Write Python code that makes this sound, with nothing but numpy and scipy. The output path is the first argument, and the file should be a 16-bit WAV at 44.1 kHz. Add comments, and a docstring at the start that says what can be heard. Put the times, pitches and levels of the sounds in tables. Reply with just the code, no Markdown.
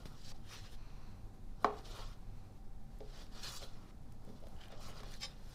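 """A steel bench scraper cuts soft dough on a floured stone counter in a quiet kitchen.
Quick drags open the scene as grain friction through moving resonances; the flat blade then slides out.
One hard knock at 1.6 s rings the counter's decaying modes, more drags follow, and soft knocks crowd the end.
Near 5.2 s the bare blade slides free and slips on stone ring its plate modes, before the last drags.
Under it all lie fluttering low noise, an appliance hum and hiss, made of filtered noise."""
import sys
import numpy as np
from scipy import signal
from scipy.fft import rfft, irfft, next_fast_len
from scipy.io import wavfile
from scipy.ndimage import uniform_filter1d

SR = 44100
rng = np.random.default_rng(int(sys.argv[2]) if len(sys.argv) > 2 else 0)


def file_out(sig):
    """Save sig as 16-bit WAV at sys.argv[1]."""
    # one column per channel
    cols = np.atleast_2d(sig).T
    # limit, then scale
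    lim = np.clip(cols, -1, 1)
    pcm = np.round(lim * 32767).astype(np.int16)
    wavfile.write(sys.argv[1], SR, pcm)


N = 244314


def drags():
    """Granular friction: grain noise through a moving bright resonance, part of it ringing the blade."""
    # Strokes over dough and flour, and the noisy tails of the pat at 0.056 s and the knock at 1.645 s. Each
    # row: time the top is reached, rise for 20 dB, hold and fall for 20 dB in seconds, hiss level in dB, dull
    # rub, counter body and blade ring in dB re hiss, bright resonance in Hz, rasp and treble from 8.6 to 14 kHz
    # in dB re hiss.
    drag_rows = [(0.001, .01, 0.0043, 0.1, -66, -2, 2, -11, 3870, -3, -9),
                 (0.056, 0.0068, 0.0019, 0.069, -58.5, -3, -2.5, -25, 4230, -5, -8),
                 (0.115, .05, 0.066, 0.12, -70.5, 9, 3, -13, 4300, -1, -8),
                 (0.2, 0.075, .03, 0.06, -74, -6, -1, -7, 4700, 7, -13),
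                 (0.296, 0.17, 0.024, 0.0069, -57, -12.5, -9.5, -5.5, 4940, -7, -11.5),
                 (0.35, 0.027, 0.0081, 0.073, -71.5, 3, -7, -6, 4250, -1, -7),
                 (0.527, 0.1, 0.018, 0.097, -57, 2, -5, -2.5, 3040, 0.5, -8.5),
                 (0.575, .04, .01, 0.053, -59, -8, -9, -13, 5000, -5, -13),
                 (0.65, 0.12, .015, 0.07, -61.5, -3.5, -5, -5, 4020, -2, -12),
                 (0.725, 0.057, 0.017, 0.037, -65, -3, -2.5, -1, 3730, -2.5, -5),
                 (1.624, 0.099, 0.014, .02, -72, 4, 9.5, -5, 4000, -5, -10),
                 (1.659, 0.034, .005, 0.22, -63, 0, 15.5, -19, 3200, 6.5, -16),
                 (1.789, 0.13, 0.0053, 0.086, -65.5, -1, 7.5, -12, 4470, 1.5, -7.5),
                 (1.855, 0.038, 0.061, 0.079, -60.5, -6, 1, -5, 3960, -5, -9.5),
                 (1.956, 0.15, 0.074, 0.064, -58.5, 3, 2.5, -9, 3680, -0.5, -11),
                 (2.044, 0.056, 0.087, 0.041, -66.5, 1.5, -2, -4, 3760, 0.5, -10),
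                 (3.177, 0.19, 0.044, 0.076, -60, -3.5, -1.5, -8, 4130, -3, -12.5),
                 (3.356, 0.07, 0.023, 0.31, -60, 1.5, -1, -13, 4160, 0, -13),
                 (3.44, 0.037, 0.047, 0.12, -50.5, -5.5, -10, -8, 4330, -5.5, -10),
                 (3.53, 0.093, 0.051, 0.02, -52.5, -4, -10, -20, 6240, -6, -7),
                 (3.619, 0.048, .004, 0.1, -55, -4.5, -0.5, -11, 4230, -9, -9.5),
                 (3.7, 0.13, 0.08, 0.14, -73.5, 3, 0, 2, 4170, 4, -12),
                 (3.868, 0.18, 0.042, 0.013, -72, 5.5, -1, -20, 3999, 2.5, -11),
                 (3.954, .1, 0.16, .1, -97, 2, -8, 1, 4000, -4, -10),
                 (4.286, 0.19, 0.23, 0.11, -76.5, -7, 7.5, -4, 4335, -10, -7),
                 (4.611, 0.085, 0.055, 0.09, -67.5, -3, 5, -15, 3160, 3, -10.5),
                 (4.72, 0.033, 0.0082, 0.11, -65.5, 2, 7, -13, 3500, 3.5, -23),
                 (4.82, 0.053, 0.082, 0.046, -61.5, 0.5, 1.5, -4, 5350, -0.5, -5),
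                 (4.99, 0.28, 0.012, 0.047, -61.5, 2.5, 2, -11, 4000, 0, -13),
                 (5.036, 0.055, 0.07, .05, -66, 1, 5, -27, 3670, 3, -13),
                 (5.129, 0.1, 0.022, 0.07, -58.5, -5.5, -3.5, -13, 4300, -3, -9.5),
                 (5.279, 0.075, .01, 0.18, -63.5, -4, -1.5, -10, 3320, -2.5, -14),
                 (5.53, 0.3, .01, .1, -66, -8, -0.5, -4.5, 4870, -2, -6.5)]
    # Spectrum of the friction. Each row: frequency in Hz, relative level in dB per Hz.
    drag_colour = [(240, 2.5), (400, -2), (570, -1.5), (826, 0.5), (1400, 3.5), (2180, -7), (2550, -5),
                   (2800, -1.5), (4050, -2), (5600, -3.5), (7170, -6.5), (8370, -12), (12700, -21),
                   (16000, -14)]
    resonance_db, resonance_octaves = 13.5, 1.04   # height and spread of the bright resonance

    power = strokes(drag_rows) ** 2
    total = power.sum(axis=0)
    # the mean weighted by power lets the loudest stroke set the colour
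    colour = np.transpose(drag_rows)[5:] @ power / total
    dull_db, body_db, ring_db, centre_hz, rasp_db, treble_db = map(every_sample, colour)
    friction = coloured(grains(12000, uneven_db=2.5), drag_colour)

    hiss = 0
    edges = np.geomspace(2200, 7800, num=10)
    for low, high in zip(edges, edges[1:]):
        # the free length of blade sets which range stands out
        octaves = np.log2(np.sqrt(low * high) / np.maximum(centre_hz, 1))
        lift_db = resonance_db * np.exp(-(octaves / resonance_octaves) ** 2)
        hiss = hiss + amp(lift_db + 1.1 * drift(25)) * band(friction, low, high)
    # even out the hiss over 4000 samples, then let it flicker
    hiss_level = np.sqrt(uniform_filter1d(hiss ** 2, size=4000) + 1e-12)
    layers = amp(1.9 * drift(32)) * hiss / hiss_level
    layers += amp(dull_db + 1.3 * drift(13.0)) * rms_one(band(friction, 840, 1456))
    layers += amp(rasp_db + 1.14 * drift(17)) * rms_one(band(friction, 1503, 2345))
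    layers += amp(body_db + 1.0 * drift(7.3)) * rms_one(band(friction, 358, 923))
    layers += amp(treble_db + 1.8 * drift(32)) * rms_one(band(friction, 8560, 14100))
    layers += amp(ring_db) * rms_one(blade(grains(6000, uneven_db=2.0)))
    return every_sample(np.sqrt(total)) * layers


def singing():
    """Resonance under friction: held by dough, the dragged blade sings briefly in narrow ranges."""
    # Each row: time the top is reached, rise for 20 dB, hold and fall for 20 dB in seconds,
    # level in dB, centre in Hz, width in Hz.
    sung_rows = [(0.26, 0.055, .04, 0.019, -68, 4700, 69), (0.51, .02, 0.043, 0.033, -64, 1400, 120),
                 (0.57, .03, 0.029, .04, -76, 1900, 40), (0.52, .03, 0.031, .04, -63, 2400, 220),
                 (0.55, .04, .04, .03, -70, 4200, 140), (0.5, .03, 0.059, .06, -63, 5700, 250),
                 (0.68, 0.018, 0.013, 0.018, -71, 2800, 290), (1.87, .02, .02, .03, -68, 3500, 200),
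                 (1.976, 0.044, 0.022, .05, -59, 915, 110), (2.013, 0.018, .015, 0.026, -61, 3320, 130),
                 (1.988, .05, 0.037, .04, -65, 4600, 150), (3.195, 0.11, 0.024, 0.044, -80, 1800, 180),
                 (3.435, 0.034, .05, .05, -60, 1700, 200), (3.345, .03, .03, .05, -66, 4440, 200),
                 (3.433, .02, 0.024, .04, -60, 2470, 100), (3.442, .02, .05, .04, -63, 3900, 55),
                 (3.435, 0.018, 0.044, 0.033, -55.5, 4300, 60), (3.435, 0.023, 0.017, .03, -62, 6500, 91),
                 (3.517, .03, 0.051, .03, -68, 5900, 120), (3.518, .02, 0.045, 0.028, -62, 6800, 300),
                 (4.82, .02, .03, .04, -70, 5720, 200), (4.83, .03, 0.098, .03, -71, 2400, 550),
                 (4.86, .05, 0.054, .03, -71, 6600, 300), (4.89, .03, .03, .03, -68, 3000, 130),
                 (4.99, .02, .02, .03, -70, 4400, 180), (4.53, 0.033, 0.047, 0.026, -69, 760, 65),
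                 (3.63, .015, 0.018, 0.045, -74, 1850, 170), (5.07, .03, .08, .03, -67, 4300, 150),
                 (4.76, 0.026, 0.036, .03, -62, 600, 160)]
    friction = grains(9000, uneven_db=2.0)
    out = np.zeros(N)
    for gain, (*_, hz, width_hz) in zip(strokes(sung_rows), sung_rows):
        tone = ring(friction, hz, t60_of_width(max(width_hz, 10)))
        out += every_sample(gain) * rms_one(tone)
    return out


def slides():
    """Smooth friction: noise in a few steady resonances as the flat of the blade leaves the cut faces."""
    # Each row: time the top is reached, rise for 20 dB, hold and fall for 20 dB in seconds, level in dB.
    slide_rows = [(0.78, 0.026, 0.31, 0.28, -68), (2.38, 0.93, 0.072, 0.14, -73.5)]
    # Each row: resonance in Hz, width in Hz, relative level in dB.
    slide_colour = [(1060, 490, 4), (2560, 430, -1.5), (4170, 450, -1.5), (6000, 620, -7)]
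    noise = rng.standard_normal(N)
    tones = np.zeros(N)
    for k, (hz, width_hz, db) in enumerate(slide_colour):
        tones += (-1) ** k * amp(db) * rms_one(ring(noise, hz, t60_of_width(width_hz)))
    return every_sample(strokes(slide_rows).sum(axis=0)) * rms_one(tones)


def zing():
    """Stick-slip of bare steel on stone: dense slips ring every plate mode, with raw scratch between."""
    # The free blade slides along the stone. Each row: time in seconds, ring level in dB.
    zing_level = [(5.185, -82), (5.198, -64), (5.208, -53), (5.214, -52), (5.217, -46), (5.229, -47),
                  (5.2325, -35), (5.237, -46.5), (5.244, -43.5), (5.254, -45), (5.262, -54), (5.285, -78)]
    slips = grains(8000, uneven_db=2.0)
    gain = amp(in_time(zing_level, -130)[0])
    ringing = blade(gain * slips) / np.std(blade(slips))
    scratch = amp(-19.0) * gain * rms_one(band(slips, 2500, 11400))
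    return ringing + scratch


def blade(x):
    """Modal plate: the steel's resonances ring in parallel, signs alternating."""
    # Each row: mode in Hz, width in Hz, relative level in dB.
    plate_modes = [(531, 11, -9), (805, 37, -9.5), (1156, 46, -10), (1600, 41, -19), (1792, 22, -8.5),
                   (2073, 24, -8), (2257, 50, -7.5), (2610, 47, -4.5), (3045, 54, -7), (3220, 38, -4),
                   (3676, 37, -12.5), (3680, 20, -0.5), (4000, 15, -10), (4090, 29, -2.5), (4450, 150, -7),
                   (4430, 33, -15.5), (4860, 44, -1.5), (5090, 14, -8.5), (5225, 43, 0), (5470, 42, -10),
                   (5535, 40, -3.5), (5780, 120, -25), (6045, 47, -6), (6360, 100, -8), (7100, 30, -13),
                   (7500, 52, -9), (8600, 66, -28), (9130, 36, -15.5), (10000, 35, -24), (10300, 32, -26)]
    out = np.zeros(N)
    for k, (hz, width_hz, db) in enumerate(plate_modes):
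        # the root of the width gives narrow and wide modes like power under noise
        out += (-1) ** k * amp(db) * np.sqrt(width_hz) * ring(x, hz, t60_of_width(width_hz))
    return out


def knocks():
    """Modal impact: blows ring counter and handle; longer contact dulls them and dough damps them."""
    # Edge on counter. Each row: start in seconds, relative level of the blow in dB, relative level of
    # the tick in dB re the blow, contact in ms, t60 of damping by dough in seconds, favoured pitch in Hz.
    knock_rows = [(0.056, -49.5, -10.5, 2, 0.043, 397), (0.318, -50.5, -22, 0.71, 0.19, 603),
                  (1.645, -21, -28, 0.43, 0.58, 426), (1.6522, -40, -33, 0.68, 0.047, 740),
                  (1.987, -41.5, -30, 0.91, 0.29, 560), (2.497, -48.5, -35, 1.42, 0.18, 610),
                  (3.005, -33.5, -35.5, 1.7, 0.32, 526), (3.627, -40.5, -18, 1.01, 0.16, 570),
                  (4.275, -47, -41, 1.6, 0.088, 486), (4.29, -38.5, -36, 2.7, 0.45, 434),
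                  (4.424, -46, -35, 2, 0.11, 540), (4.438, -40, -35, 2.1, 0.072, 647),
                  (4.469, -42.5, -26.5, 1.5, 0.032, 610), (4.7035, -47.5, -30, 1.2, 0.04, 695),
                  (4.7235, -43.5, -23, 1.3, 0.17, 570), (4.74, -53, -30, 1.1, 0.11, 530),
                  (4.797, -46.5, -32, 1.1, 0.085, 690), (4.883, -48, -27, 0.68, 0.22, 550),
                  (5.004, -44.5, -18, 2, 0.13, 470), (5.033, -46, -17, 0.66, 0.24, 586)]
    # Counter and cabinet. Each row: mode in Hz, relative level in dB, t60 in seconds.
    counter_modes = [(208.5, -6.5, 0.22), (263, -8.5, 0.2), (418.2, 1, 0.5), (455.4, -7, 0.94),
                     (538, -0.5, 0.22), (662, -6, 0.53), (720, -18, 0.22), (758, -10, 0.26),
                     (768, -7, 0.83), (783, 2, 0.1), (883, -1, 0.15), (1010, -16, 0.083), (1083, -18, 0.13),
                     (1140, -17, 0.3), (1151, -11, 0.44), (1210, -14, 0.23), (1300, -11, 0.22),
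                     (1480, -18, 0.2), (2350, -30, .06)]
    # Short knock of handle and blade. Each row: mode in Hz, relative level in dB, t60 in seconds.
    handle_modes = [(1120, 7, 0.016), (716, -5.5, 0.064), (1193, 6.5, 0.01), (293, -16, 0.064),
                    (1750, 0, 0.01), (2320, -13, 0.019), (1497, -3.5, 0.026), (3040, -18.5, 0.043),
                    (3930, -8, 0.015)]
    base_handle_db, handle_loss_db_per_ms = 16.5, 32   # the handle weakens as the contact softens
    # the more dough damps a blow, the more one pitch stands out
    free_t60_s, favour_db_per_halving, favour_octaves = 0.52, 4.5, 0.44

    out = np.zeros(N + SR)
    t = np.arange(SR // 3) / SR
    for s, db, _, contact_ms, damp_t60, favoured_hz in knock_rows:
        damp_t60 = max(damp_t60, .01)
        modes = np.array(counter_modes, float)
        # the spot that is hit favours the modes near one pitch
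        favour_db = favour_db_per_halving * np.log2(free_t60_s / damp_t60)
        octaves = np.log2(modes[:, 0] / favoured_hz)
        modes[:, 1] += favour_db * (2 * np.exp(-(octaves / favour_octaves) ** 2) - 1)
        blow = amp(-14.0) * struck(modes, t, spread_db=-0.9) * amp(-60 * t / damp_t60)
        handle_db = base_handle_db - handle_loss_db_per_ms * contact_ms
        onset = 1 - np.exp(-t / 0.0013)
        blow += amp(handle_db) * struck(handle_modes, t, spread_db=-0.1) * onset
        # the longer the contact, the lower the low-pass corner
        contact = signal.butter(2, 1e3 / max(contact_ms, .1), fs=SR, output="sos")
        blow = signal.sosfilt(contact, blow)
        out[round(s * SR):][:len(t)] -= amp(db) * blow   # the blow first swings downward
    s, db, tick_db = np.transpose(knock_rows)[:3]
    return out[:N] + tick(strikes(s, db + tick_db + 17.0))


def struck(modes, t, spread_db):
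    """Modal superposition: decaying sines, signs alternating, strengths changing from blow to blow."""
    hz, db, t60 = np.transpose(modes)[:, :, None]
    signs = (-1) ** np.arange(len(hz))[:, None]
    strength = signs * amp(db + spread_db * rng.standard_normal(hz.shape))
    return np.sum(strength * amp(-60 * t / t60) * np.sin(2 * np.pi * hz * t), axis=0)


def tick(clicks):
    """Impulse response of an edge tick: a crack of milliseconds, a faint noisy tail, a little blade ring."""
    t = np.arange(SR // 5) / SR
    decay = np.exp(-t / 0.0014) + amp(-14) * np.exp(-t / 0.015)
    crack = rng.standard_normal(len(t)) * decay
    bright = band(signal.fftconvolve(clicks, crack)[:N], 1150, 5600)
    return band(bright, 730, 7000) + amp(-42.5) * blade(clicks)


def ticks():
    """Impulse excitation: edge ticks and dough letting go, each a crack plus a short pitched ping."""
    # Each row: start in seconds, relative level in dB, ring in Hz, t60 of the ring in seconds.
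    tick_rows = [(0.9036, -61, 2544, 0.012), (1.789, -55, 4800, .02), (1.859, -61, 3550, .02),
                 (3.2667, -56, 4800, 0.0079), (3.005, -58, 3270, .015), (3.6283, -55, 3960, 0.17),
                 (3.634, -54, 3260, 0.096), (3.909, -67, 2330, .01), (4.121, -60, 5400, .01),
                 (4.565, -61, 2960, .03), (4.587, -61, 2940, .03), (4.608, -55, 2980, .02),
                 (4.6133, -50, 3080, 0.022), (4.631, -56, 3040, 0.013), (4.637, -49, 3050, 0.02),
                 (4.72, -57, 3420, .015), (4.656, -57, 2930, 0.018), (4.684, -56, 3100, .02),
                 (5.139, -51, 3570, 0.019), (5.1395, -50, 6200, .015), (5.2155, -51, 5170, .02),
                 (5.2315, -38, 3660, .03)]
    s, db = np.transpose(tick_rows)[:2]
    cracks = tick(strikes(s, db + 0.5))
    pings = sum(ring(strikes([s], db - 0.5), hz, t60) for s, db, hz, t60 in tick_rows)
    return cracks + pings


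def snaps():
    """Sudden release: sticky dough parts with about a millisecond of thin, high crackle."""
    # Each row: start in seconds, relative level in dB.
    snap_rows = [(0.6315, -74), (1.6245, -61), (1.63, -57), (1.6365, -62), (1.6445, -52), (1.66, -62),
                 (2.9873, -59), (3.266, -67), (4.124, -57), (4.25, -60), (4.29, -66), (4.404, -63),
                 (4.471, -61), (4.485, -59), (4.6828, -58), (4.718, -58), (4.806, -62), (5.035, -55),
                 (5.2096, -51)]
    t = np.arange(SR // 100) / SR
    crack = rng.standard_normal(len(t)) * np.exp(-t / 0.00095)
    s, db = np.transpose(snap_rows)
    return band(signal.fftconvolve(strikes(s, db), crack)[:N], 3600, 15000)


def thumps():
    """Damped low resonance: the hand leans on the dough and the counter thumps."""
    # Each row: start in seconds, relative level in dB, pitch in Hz, t60 in seconds.
    thump_rows = [(.057, -29, 116, 0.011), (0.619, -46, 98.5, 0.15), (4.271, -48, 200, 0.12),
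                  (4.297, -48, 232, 0.059), (4.349, -47.5, 229, 0.057), (4.546, -43, 58.6, 0.17),
                  (4.766, -48.5, 104, 0.13), (4.861, -42.5, 92, 0.092), (4.9, -49.5, 210, 0.094),
                  (5.02, -51, 225, 0.098)]
    pushes = sum(ring(strikes([s], db), hz, t60) for s, db, hz, t60 in thump_rows)
    return band(pushes, 33, 440)


def kitchen(x):
    """Reverberation by recirculation: ten parallel feedback delays, duller on every round."""
    t60_s, wall_cut_hz = 0.46, 2600
    size = next_fast_len(N + SR)
    w = 2 * np.pi * np.arange(size // 2 + 1) / size   # radians per sample
    dull = 1 / (1 + 1j * w * SR / (2 * np.pi * wall_cut_hz))
    response = 0
    for k, delay_s in enumerate(np.geomspace(.0083, .0347, num=10)):
        loop = amp(-60 * delay_s / t60_s) * dull * np.exp(-1j * w * delay_s * SR)
        response = response + (-1) ** k * loop / (1 - loop)
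    return irfft(rfft(x, size) * response, size)[:N]


def background():
    """Filtered noise: broad room hiss, narrow hum bands and two bands of unsteady low noise."""
    # Spectrum of the room. Each row: frequency in Hz, relative level in dB per Hz.
    room_tone = [(26, -39), (45, -1), (55, -11.5), (92, -12.5), (234, -21), (284, -23.5), (321, -24.5),
                 (580, -30.5), (760, -32.5), (1020, -34), (1100, -36), (2940, -48), (3940, -45),
                 (14500, -55), (16000, -60)]
    # Appliance hum. Each row: centre in Hz, width in Hz, rms level in dB.
    hum_bands = [(101.27, 2.6, -63), (135.3, 3.7, -67.5), (213.3, 42, -65.5), (775, 33, -74)]
    # Random flutter of low noise near 27 Hz. Each row: time in seconds, rms level in dB.
    flutter_level = [(0.0, -30), (0.17, -59.5), (1.4, -54.5), (1.7, -53), (2.2, -49), (2.5, -61),
                     (2.98, -44.5), (3.01, -49.5), (4.66, -77), (4.69, -58.5), (5.45, -46.5), (5.54, -80)]
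    room_db, deep_db, deep_swing_db = -57.5, -49, -0.5

    room = coloured(rng.standard_normal(N), room_tone)
    out = amp(room_db + 1.04 * drift(6.6)) * rms_one(room)
    for hz, width_hz, db in hum_bands:
        out += amp(db) * rms_one(ring(rng.standard_normal(N), hz, t60_of_width(width_hz)))
    low_noise = band(band(rng.standard_normal(N), 18.7, 32.4), 21.9, 37.2)
    out += amp(in_time(flutter_level, -55)[0]) * rms_one(low_noise)
    deep = band(band(rng.standard_normal(N), 4.3, 17.1), 4.46, 23.4)   # wavering
    return out + amp(deep_db + deep_swing_db * drift(5.4)) * rms_one(deep)


def strokes(rows):
    """Envelope linear in dB: each stroke's gain at every 20th sample climbs, holds and dies away."""
    s, rise, hold, fall, db = np.transpose(rows)[:5, :, None]
    t = np.arange(0, N + 20, 20) / SR - s
    steps = np.maximum(np.maximum(-t / rise, (t - hold) / fall), 0)
    return amp(db - 20 * steps.clip(max=4.0))   # at most 80 dB down


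def every_sample(coarse):
    """Linear interpolation between every 20th sample."""
    return np.interp(np.arange(N) / 20, np.arange(len(coarse)), coarse)


def grains(per_s, uneven_db):
    """Shot noise: random clicks of uneven size and either sign, as from flour grains; rms 1."""
    sizes = amp(uneven_db * np.minimum(rng.exponential(1, N), 4))
    signs = rng.choice([-1, 1], N)
    return rms_one(sizes * signs * (rng.random(N) < per_s / SR))


def strikes(times, db):
    """Impulse train: one click per event."""
    clicks = np.zeros(N)
    clicks[np.round(np.asarray(times) * SR).astype(int)] = amp(db)
    return clicks


def ring(x, hz, t60):
    """Two-pole resonator: a unit click sets a decaying sine of height 1 ringing."""
    r = amp(-60 / (t60 * SR))
    w = 2 * np.pi * hz / SR
    return signal.lfilter([0, np.sin(w)], [1, -2 * r * np.cos(w), r * r], x + 1e-18)


def t60_of_width(width_hz):
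    """Reciprocity of bandwidth and decay: the wider a resonance, the shorter its t60 in seconds."""
    return np.log(1000) / (np.pi * width_hz)


def drift(rate):
    """Low-passed chance: slow random motion of rms 1, cornering at rate Hz, drawn at every 40th sample."""
    r = np.exp(-80 * np.pi * rate / SR)
    chance = rng.standard_normal(N // 40 + 2002)
    slow = signal.lfilter([1], [1, -2 * r, r * r], chance)[2000:]   # skip the settling
    return np.interp(np.arange(N) / 40, np.arange(len(slow)), rms_one(slow))


def coloured(x, spectrum):
    """Spectral shaping: give a white signal a spectrum in dB per Hz, straight over log frequency."""
    size = next_fast_len(N)
    hz, db = np.transpose(spectrum)
    at = np.log(np.arange(size // 2 + 1) * SR / size + 1)
    gain = amp(np.interp(at, np.log(hz), db, -120, -120))
    return irfft(rfft(x, size) * gain, size)[:N]


def band(x, low_hz, high_hz):
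    """Band limitation by a Butterworth band-pass."""
    sos = signal.butter(2, [low_hz, min(high_hz, .45 * SR)], "band", fs=SR, output="sos")
    return signal.sosfilt(sos, x)


def in_time(rows, outside):
    """Linear interpolation of columns over time, with a set value outside the rows."""
    s, *columns = np.transpose(rows)
    return np.array([np.interp(np.arange(N) / SR, s, c, outside, outside) for c in columns])


def amp(db):
    """Logarithmic level: decibels to gain."""
    return 10 ** (np.asarray(db) / 20)


def rms_one(x):
    """Power normalisation: scale to rms 1."""
    return x / np.sqrt(np.mean(x ** 2) + 1e-20)


def scene():
    """Superposition: scraper sounds and their room echo over the background."""
    near = drags() + slides() + singing() + zing() + knocks() + ticks() + snaps() + thumps()
    echo = amp(-23.5) * kitchen(near)
    return (near + echo + background())[None]


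def record(dry):
    """Band limitation: a steep low-pass, 60 dB down from 16.1 kHz upward."""
    return signal.sosfilt(signal.cheby2(16, 60, 16100, fs=SR, output="sos"), dry)


dry = scene()
out = record(dry)
file_out(out)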